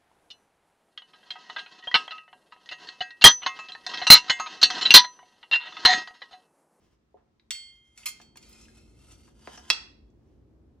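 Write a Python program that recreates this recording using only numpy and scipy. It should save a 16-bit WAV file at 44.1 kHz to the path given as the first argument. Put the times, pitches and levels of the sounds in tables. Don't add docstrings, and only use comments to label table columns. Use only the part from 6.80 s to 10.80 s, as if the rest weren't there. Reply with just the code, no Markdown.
import sys
import numpy as np
from scipy import signal
from scipy.fft import rfft, irfft
from scipy.io import wavfile
from scipy.ndimage import map_coordinates

SR = 44100
rng = np.random.default_rng(int(sys.argv[2]) if len(sys.argv) > 2 else 0)


def log_audio(samples):
    frames = np.atleast_2d(samples).T
    limited = np.clip(frames, -1, 1)
    pcm = np.round(limited * 32767).astype(np.int16)
    wavfile.write(sys.argv[1], SR, pcm)


N = 176400

# pitch_hz, tip_struck_db, edge_struck_db, t60_s, right_minus_left_db
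BLADE_MODES = [(2110, -51.5, -44.5, 1, 6), (3184, -41, -45, 0.97, 0.5), (4443, -37.5, -45.5, 0.63, 5.5),
               (5340, -52, -59, 0.32, 10), (6200, -58, -55.5, 0.18, 10), (6856, -43, -39, 0.19, 0),
               (7942, -37.5, -75, 0.42, -.5), (9040, -63, -29.5, 0.2, 4.5), (11680, -66, -27.5, 0.11, 7),
               (12935, -41.5, -51, 0.2, 2.5), (13500, -60, -39, .11, -1)]
# pitch_hz, width_hz, tip_struck_db, edge_struck_db
THROAT_RESONANCES = [(665, 9.9, -30, 0), (879, 11, -6.5, -24), (1240, 23, -29, 1.5), (1580, 83, -9, -4),
                     (2300, 47, 2.5, 0), (2576, 105, 1, 9), (2846, 110, 2, 0), (3430, 360, 4, -8),
                     (4370, 185, 0.5, 7.5), (5050, 67, -15, 10), (5700, 670, 2, -2), (6970, 760, -5, 4),
                     (7920, 170, -8, 7), (10040, 290, -21, 11), (11100, 510, -19, 7)]
# start_s, ring_db, edge_share (0 tip, 1 edge), clatter_db, skid_s
CONTACTS = [(0.7067, 1.5, 0.006, -24.5, 0.0046), (1.176, -26, 0.64, -44, 0.0062),
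            (1.2574, -1.5, 0.9, -28.5, 0.009), (1.2658, -7.5, 1, -26.5, 0.0078),
            (1.277, -3, 0.83, -43, 0.0087), (1.286, -2, 0.65, -34.5, 0.0072),
            (1.414, -21.5, 0.19, -49, 0.0033), (1.557, -42, 0.32, -56, 0.013),
            (1.572, -21.5, 0.62, -42.5, 0.0035), (1.626, -23.5, 0.19, -52, 0.0065),
            (1.727, -44, 0.88, -50, 0.0067)]
# pitch_hz, level_db, t60_s, right_minus_left_db
GUARD_MODES = [(1900, -16, 0.025, -1.5), (2620, -17, 0.039, 7.5), (2740, -17, 0.066, 3.5),
               (3330, -21.5, 0.032, 5.5), (3360, -17.5, 0.17, 3.5), (3430, -18.5, 0.064, 5.5),
               (3923, -22.5, .04, 10), (4410, -25.5, .035, 3.5), (4602, -17, .05, 9.5), (5070, -24, .04, 6),
               (5296, -24.5, 0.065, 8.5), (5290, -23.5, 0.11, 5.5), (5580, -22.5, .035, 0),
               (8600, -32, 0.022, -6.5)]
# start_s, ring_db, crack_db, crack_decay_s
GUARD_HITS = [(2.902, -6, -8.5, .003), (2.9064, -17.5, -20, 0.0043), (2.93, -29, -33, .0076)]
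# pitch_hz, level_db
CRACK_COLOUR = [(200, -21), (500, -19), (750, -9.5), (1100, -7.5), (1600, -8), (1950, -3.5), (2300, -12.5),
                (2700, 8), (3050, -8.5), (3450, 4), (4200, -4), (5700, -0.5), (6500, -14), (8000, -9),
                (10200, -20), (11500, -14), (12300, -20.5), (14500, -16)]
# time_s, level_db
FRICTION_LEVEL = [(.7, -120), (.715, -64), (.86, -71), (.96, -75.5), (1.02, -83), (1.07, -78),
                  (1.15, -75.5), (1.185, -54.5), (1.24, -58.5), (1.3, -81), (1.42, -65), (1.52, -106),
                  (1.62, -63.5), (1.68, -63.5), (1.74, -61), (1.85, -60), (1.92, -65), (2.13, -71),
                  (2.24, -63), (2.325, -59), (2.37, -69.5), (2.45, -64.5), (2.54, -76), (2.6, -64.5),
                  (2.67, -56.5), (2.76, -51), (2.81, -58), (2.9, -50), (2.95, -120)]
# pitch_hz, level_db
FRICTION_COLOUR = [(300, -8.5), (900, 4.5), (1800, -3), (2200, -7.5), (2900, 0.5), (3700, -1), (5500, -4.5),
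                   (7500, 0), (9000, -1), (11300, 4), (12500, -12), (15000, -15.5)]
# pitch_hz, width_hz, level_db
PINNED_RESONANCES = [(2261, 60, -16), (2630, 80, -9.5), (4250, 70, -10), (5520, 110, -12.5),
                     (6900, 130, -13), (8050, 90, -9.5), (10600, 200, -12.5)]
# pitch_hz, width_hz, level_db
HOLLOW_RESONANCES = [(960, 260, -1.5), (1622, 400, -2), (3050, 200, 3), (5096, 400, -8), (6300, 210, -7)]
# pitch_hz, level_db, t60_s
LEATHER_MODES = [(194, -5, .09), (373, -11.5, 0.049), (456, -4.5, 0.019), (557, -14.5, 0.033),
                 (740, -13.5, 0.13), (873, -5, 0.048), (998, -4.5, 0.019), (1150, 2, 0.008),
                 (1620, -8.5, 0.057), (1800, -4, 0.017), (2500, 1, 0.012), (2900, -5.5, 0.015)]
# start_s, ring_db, thump_db, centre_hz, spread_octaves
LEATHER_KNOCKS = [(.342, -35.5, -29.5, 490, 0.52), (1.4, -49, -35.5, 970, 1.34),
                  (1.5564, -50.5, -59, 1240, 1.23), (1.8825, -50.5, -45.5, 1700, 0.4),
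                  (2.477, -54, -57, 1100, 1), (2.6735, -43.5, -19, 951, 1.5),
                  (2.776, -41.5, -37.5, 1100, 1.22), (2.902, -31.5, -23, 1500, 1.4)]
# start_s, level_db, pitch_hz, width_hz, decay_s
FITTING_TICKS = [(0.371, -68, 920, 890, 0.03), (0.597, -54.5, 3870, 646, 0.0018),
                 (0.597, -53.5, 1940, 490, 0.0015), (.707, -33, 12900, 6000, .002),
                 (0.749, -41.5, 2500, 600, 0.0046), (1.232, -51, 2580, 906, 0.0061),
                 (1.57, -43, 12400, 6000, 0.0023), (1.69, -53, 13000, 2900, 0.022),
                 (2.775, -46, 5760, 1500, 0.0041), (3.302, -75.5, 5990, 3936, 0.0027)]
# start_s, level_db, pitch_hz, width_hz, decay_s
BLADE_CATCHES = [(1.632, -58.5, 2300, 514, .012), (1.727, -66, 7400, 1500, 0.0083),
                 (1.811, -58, 6600, 4000, 0.021), (1.853, -58.5, 2640, 615, 0.0053),
                 (2.318, -52.5, 7300, 4520, 0.0068), (2.756, -53, 5600, 1490, 0.0036)]
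# peak_s, level_db, half_length_s
HAND_RUBS = [(0.044, -68, 0.052), (0.13, -71, 0.026), (3.489, -77, 0.095)]
# pitch_hz, level_db
SKIN_COLOUR = [(200, 10), (1500, -8), (3000, -8), (4200, -14), (5500, -10.5), (8000, -16), (14000, -13)]
# pitch_hz, level_db
ECHO_COLOUR = [(150, -5), (700, 5.5), (3000, 0), (6000, 4), (9000, -6.5), (11500, -23.5), (13000, -39)]
# time_s, bass_db, low_mid_db
RUMBLE_LEVEL = [(0, -77.5, -73), (.25, -74, -75), (1.1, -69.5, -76), (1.4, -69.5, -66.5), (1.7, -62, -62),
                (2.35, -56, -62.5), (2.7, -62.5, -63), (3.15, -59, -63), (4, -61, -63.5)]
# pitch_hz, level_db
BASS_COLOUR = [(25, -32.5), (38, -20), (52, 3.5), (80, 0.5), (100, -7.5), (125, -5.5), (170, -22),
               (400, -66)]
LOW_MID_COLOUR = [(80, -23), (140, 0.5), (220, -0.5), (330, 2.5), (480, -8), (700, -16), (1200, -26),
                  (3000, -53)]
HISS_COLOUR = [(300, 4), (1000, 2.5), (2500, -6.5), (6000, -12), (10000, -22.5), (15000, -27)]

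REST_S, REST_ABOVE_HZ, REST_DB_PER_S = 0.905, 4000, 333
EDGE_DAMP_DB_PER_S = 119
RATTLE_DB, RATTLE_S, RATTLE_PER_S = 7, 0.037, 170
GRAINS_PER_S, GRAIN_SPREAD_DB, GRIT_PER_S, GRIT_DB = 1700, 3, 45, 7.5
SING_DB, SING_FADE_FROM_S, SING_FADE_DB_PER_S = -6, 1.6, 12
PINNED_AT_S, RISE_OCT_PER_S = 2.1, 0.27
TIGHT_FROM_S, TIGHT_BY_S = 2.45, 2.72
BEND_S, BEND_HZ = 0.0022, 3000


def blade_ring():
    out, t = np.zeros((2, N)), np.arange(SR) / SR
    for start, ring_db, edge, _, skid in CONTACTS:
        resting_s = np.maximum(start + t - REST_S, 0) * (start < REST_S)
        attack = 1 - np.exp(-t / (0.19 * skid))
        for hz, tip_db, edge_db, t60, pan in BLADE_MODES:
            jitter = np.interp(t * RATTLE_PER_S, np.arange(256), rng.standard_normal(256))
            rattle_db = RATTLE_DB * jitter * np.exp(-t / RATTLE_S)
            edge_shift_db = edge * (edge_db - tip_db - EDGE_DAMP_DB_PER_S * t + rattle_db)
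            choke_db = REST_DB_PER_S * resting_s * (hz > REST_ABOVE_HZ)
            db = ring_db + tip_db + edge_shift_db - choke_db
            add(out, start, ring(t, [(hz, db, t60, pan)]) * attack)
    return out


def throat_clatter():
    out, t = np.zeros((2, N)), np.arange(SR // 2) / SR
    for start, _, edge, clatter_db, skid in CONTACTS:
        push = rng.standard_normal(len(t)) * np.exp(-t / skid)
        brass = sum(amp(tip_db + edge * (edge_db - tip_db)) * band(push, hz, width)
                    for hz, width, tip_db, edge_db in THROAT_RESONANCES)
        add(out, start, amp(clatter_db) * unit(brass) * np.std(push))
    shimmer = unit(band(weak_modes(out[0], t60=0.29), hz=5600, width=4000))
    return soften(out + amp(-15.5) * np.std(out) * shimmer)


def guard_clack():
    out, t = np.zeros((2, N)), np.arange(SR // 2) / SR
    for bounce, (start, ring_db, crack_db, decay) in enumerate(GUARD_HITS):
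        fall = np.exp(-t / decay)
        noise = colour(rng.standard_normal(len(t)), CRACK_COLOUR)
        crack = unit(noise * fall) * np.sqrt(np.mean(fall ** 2))
        if bounce:
            crack = soften(crack)
        add(out, start, amp(ring_db) * ring(t, GUARD_MODES) + amp(crack_db) * balance(1) * crack)
    return out


def blade_scrape():
    t = np.arange(N) / SR
    specks = (rng.random(N) < GRAINS_PER_S / SR) + amp(GRIT_DB) * (rng.random(N) < GRIT_PER_S / SR)
    signs = rng.choice([-1, 1], N)
    catches = specks * signs * amp(GRAIN_SPREAD_DB * np.minimum(rng.standard_normal(N), 2))
    sing = sum(amp(-4 * np.log2(hz / BLADE_MODES[0][0])) * band(catches, hz, width=12)
               for hz, *_ in BLADE_MODES)
    sing_gain = amp(SING_DB - SING_FADE_DB_PER_S * np.maximum(t - SING_FADE_FROM_S, 0))
    shimmer = unit(sum(amp(0.5 * waver(5.8)) * weak_modes(catches, t60=0.045) for _ in range(2)))
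    friction = unit(colour(unit(catches) + amp(-6) * shimmer, FRICTION_COLOUR))
    pinned = sum(amp(db + 2 * waver(12)) * unit(band(catches, hz, width))
                 for hz, width, db in PINNED_RESONANCES)
    pitch_ratio = 2 ** (RISE_OCT_PER_S * (t - PINNED_AT_S))
    chatter = map_coordinates(pinned, [np.cumsum(pitch_ratio)], mode="mirror")
    loose = unit(friction + chatter) + sing_gain * unit(sing)
    hollow = unit(sum(amp(db) * band(catches, hz, width) for hz, width, db in HOLLOW_RESONANCES))
    tightness = np.interp(t, [TIGHT_FROM_S, TIGHT_BY_S], [0, 0.6])
    slide = (1 - tightness) * loose + tightness * amp(-1.5) * hollow
    return soften(curve(FRICTION_LEVEL) * amp(1.5 * waver(45)) * slide)


def leather_knocks():
    out, t = np.zeros((2, N)), np.arange(SR // 2) / SR
    f = np.fft.rfftfreq(len(t), 1 / SR) + 1
    slow_hz = np.minimum(f, BEND_HZ)
    dispersion = np.exp(-2j * np.pi * BEND_S * (2 * np.sqrt(slow_hz * BEND_HZ) - slow_hz))
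    for start, ring_db, thump_db, centre, spread in LEATHER_KNOCKS:
        body = rfft(ring(t, [(hz, ring_db + db, t60, 0) for hz, db, t60 in LEATHER_MODES]))
        thump = amp(thump_db) * np.sqrt(SR / f)
        blow = amp(-6 * (np.log2(f / centre) / spread) ** 2)
        knock = irfft((body + thump) * blow * dispersion, len(t))
        add(out, start, knock[:, :len(t) // 2])
    return out


def ticks():
    out, t = np.zeros((2, N)), np.arange(SR // 2) / SR
    for start, db, hz, width, decay in FITTING_TICKS + BLADE_CATCHES:
        noise = band(band(rng.standard_normal(len(t)), hz, width), hz, width)
        add(out, start, amp(db) * unit(noise) * np.exp(-t / decay))
    return out


def hand_rubs():
    t = np.arange(N) / SR
    swells = sum(amp(db) * np.exp(-((t - peak) / half) ** 2) for peak, db, half in HAND_RUBS)
    return unit(colour(rng.standard_normal(N), SKIN_COLOUR)) * swells


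def room_echo(x):
    t = np.arange(SR) / SR
    low_t60_s, treble_t60_s = 0.44, 0.35
    noise, early_noise = rng.standard_normal((2, 2, SR))
    low = lowpass(noise, hz=4500, order=2)
    tail = (low * amp(-60 * t / low_t60_s) + (noise - low) * amp(-60 * t / treble_t60_s)) * (t > 0.008)
    early = early_noise * np.exp(-t / 0.011) * (t > 0.002)
    response = colour(amp(-12) * unit(tail) + amp(-7) * unit(early), ECHO_COLOUR)
    return signal.fftconvolve(x, response[:, :SR * 3 // 4] / np.sqrt(SR), axes=1)[:, :N]


def background():
    hum = amp(-6) * unit(band(rng.standard_normal(N), hz=223, width=0.72))
    bass = curve(RUMBLE_LEVEL) * stereo_noise(BASS_COLOUR, side=0.12)
    low_mids = curve(RUMBLE_LEVEL, column=2) * (stereo_noise(LOW_MID_COLOUR, side=0.51) + hum)
    return bass + low_mids + amp(-79) * stereo_noise(HISS_COLOUR, side=1.0)


def amp(db):
    return 10 ** (np.asarray(db) / 20)


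def unit(x):
    return x / np.sqrt(np.mean(x ** 2))


def add(out, start_s, x):
    i = int(start_s * SR)
    out[:, i:i + x.shape[-1]] += x[..., :N - i]


def curve(rows, column=1):
    rows = np.array(rows)
    return amp(np.interp(np.arange(N) / SR, rows[:, 0], rows[:, column]))


def waver(rate_hz):
    return unit(np.interp(np.arange(N) / SR * rate_hz, np.arange(512), rng.standard_normal(512)))


def colour(x, outline):
    hz, db = np.array(outline).T
    f = np.fft.rfftfreq(x.shape[-1], 1 / SR)
    return irfft(rfft(x) * amp(np.interp(np.log(f + 1), np.log(hz), db)), x.shape[-1])


def band(x, hz, width):
    return signal.lfilter(*signal.iirpeak(hz, hz / width, fs=SR), x)


def lowpass(x, hz, order):
    return signal.sosfilt(signal.butter(order, hz, fs=SR, output="sos"), x)


def soften(x):
    return lowpass(x, hz=12700, order=12)


def balance(right_minus_left_db):
    return amp(np.array([[-0.5], [0.5]]) * right_minus_left_db)


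def ring(t, modes):
    return sum(balance(pan) * amp(db - 60 * t / t60) * np.sin(2 * np.pi * (hz * t + rng.random()))
               for hz, db, t60, pan in modes)


def weak_modes(x, t60, count=50):
    t = np.arange(SR // 2) / SR
    hz = 1000 + (np.arange(count) + rng.random(count)) / count * 11000
    tones = np.sin(2 * np.pi * (hz[:, None] * t + rng.random((count, 1)))).sum(axis=0)
    return unit(signal.fftconvolve(x, tones * amp(-60 * t / t60))[:N])


def stereo_noise(outline, side):
    mid, wide = colour(rng.standard_normal((2, N)), outline)
    return unit(mid + side * np.array([wide, -wide]))


def microphone_pair(x, lag_s):
    delay = np.exp(-2j * np.pi * np.fft.rfftfreq(N, 1 / SR) * lag_s)
    return np.array([x[0], irfft(rfft(x[1]) * delay, N)])


def scene():
    steel, brass, guard = blade_ring(), throat_clatter(), guard_clack()
    handling = leather_knocks() + ticks() + blade_scrape() + hand_rubs()
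    direct = microphone_pair(steel + brass + handling, lag_s=40e-6) + microphone_pair(guard, lag_s=32e-6)
    into_room = amp(-6.5) * steel + amp(1.5) * brass + amp(-0.5) * guard + amp(2) * handling
    return direct + room_echo(into_room) + background()


def record(dry):
    dull = lowpass(dry, hz=15100, order=2)
    return signal.sosfilt(signal.ellip(8, 0.2, 70, 15800, fs=SR, output="sos"), dull)


dry = scene()
out = record(dry)
log_audio(out)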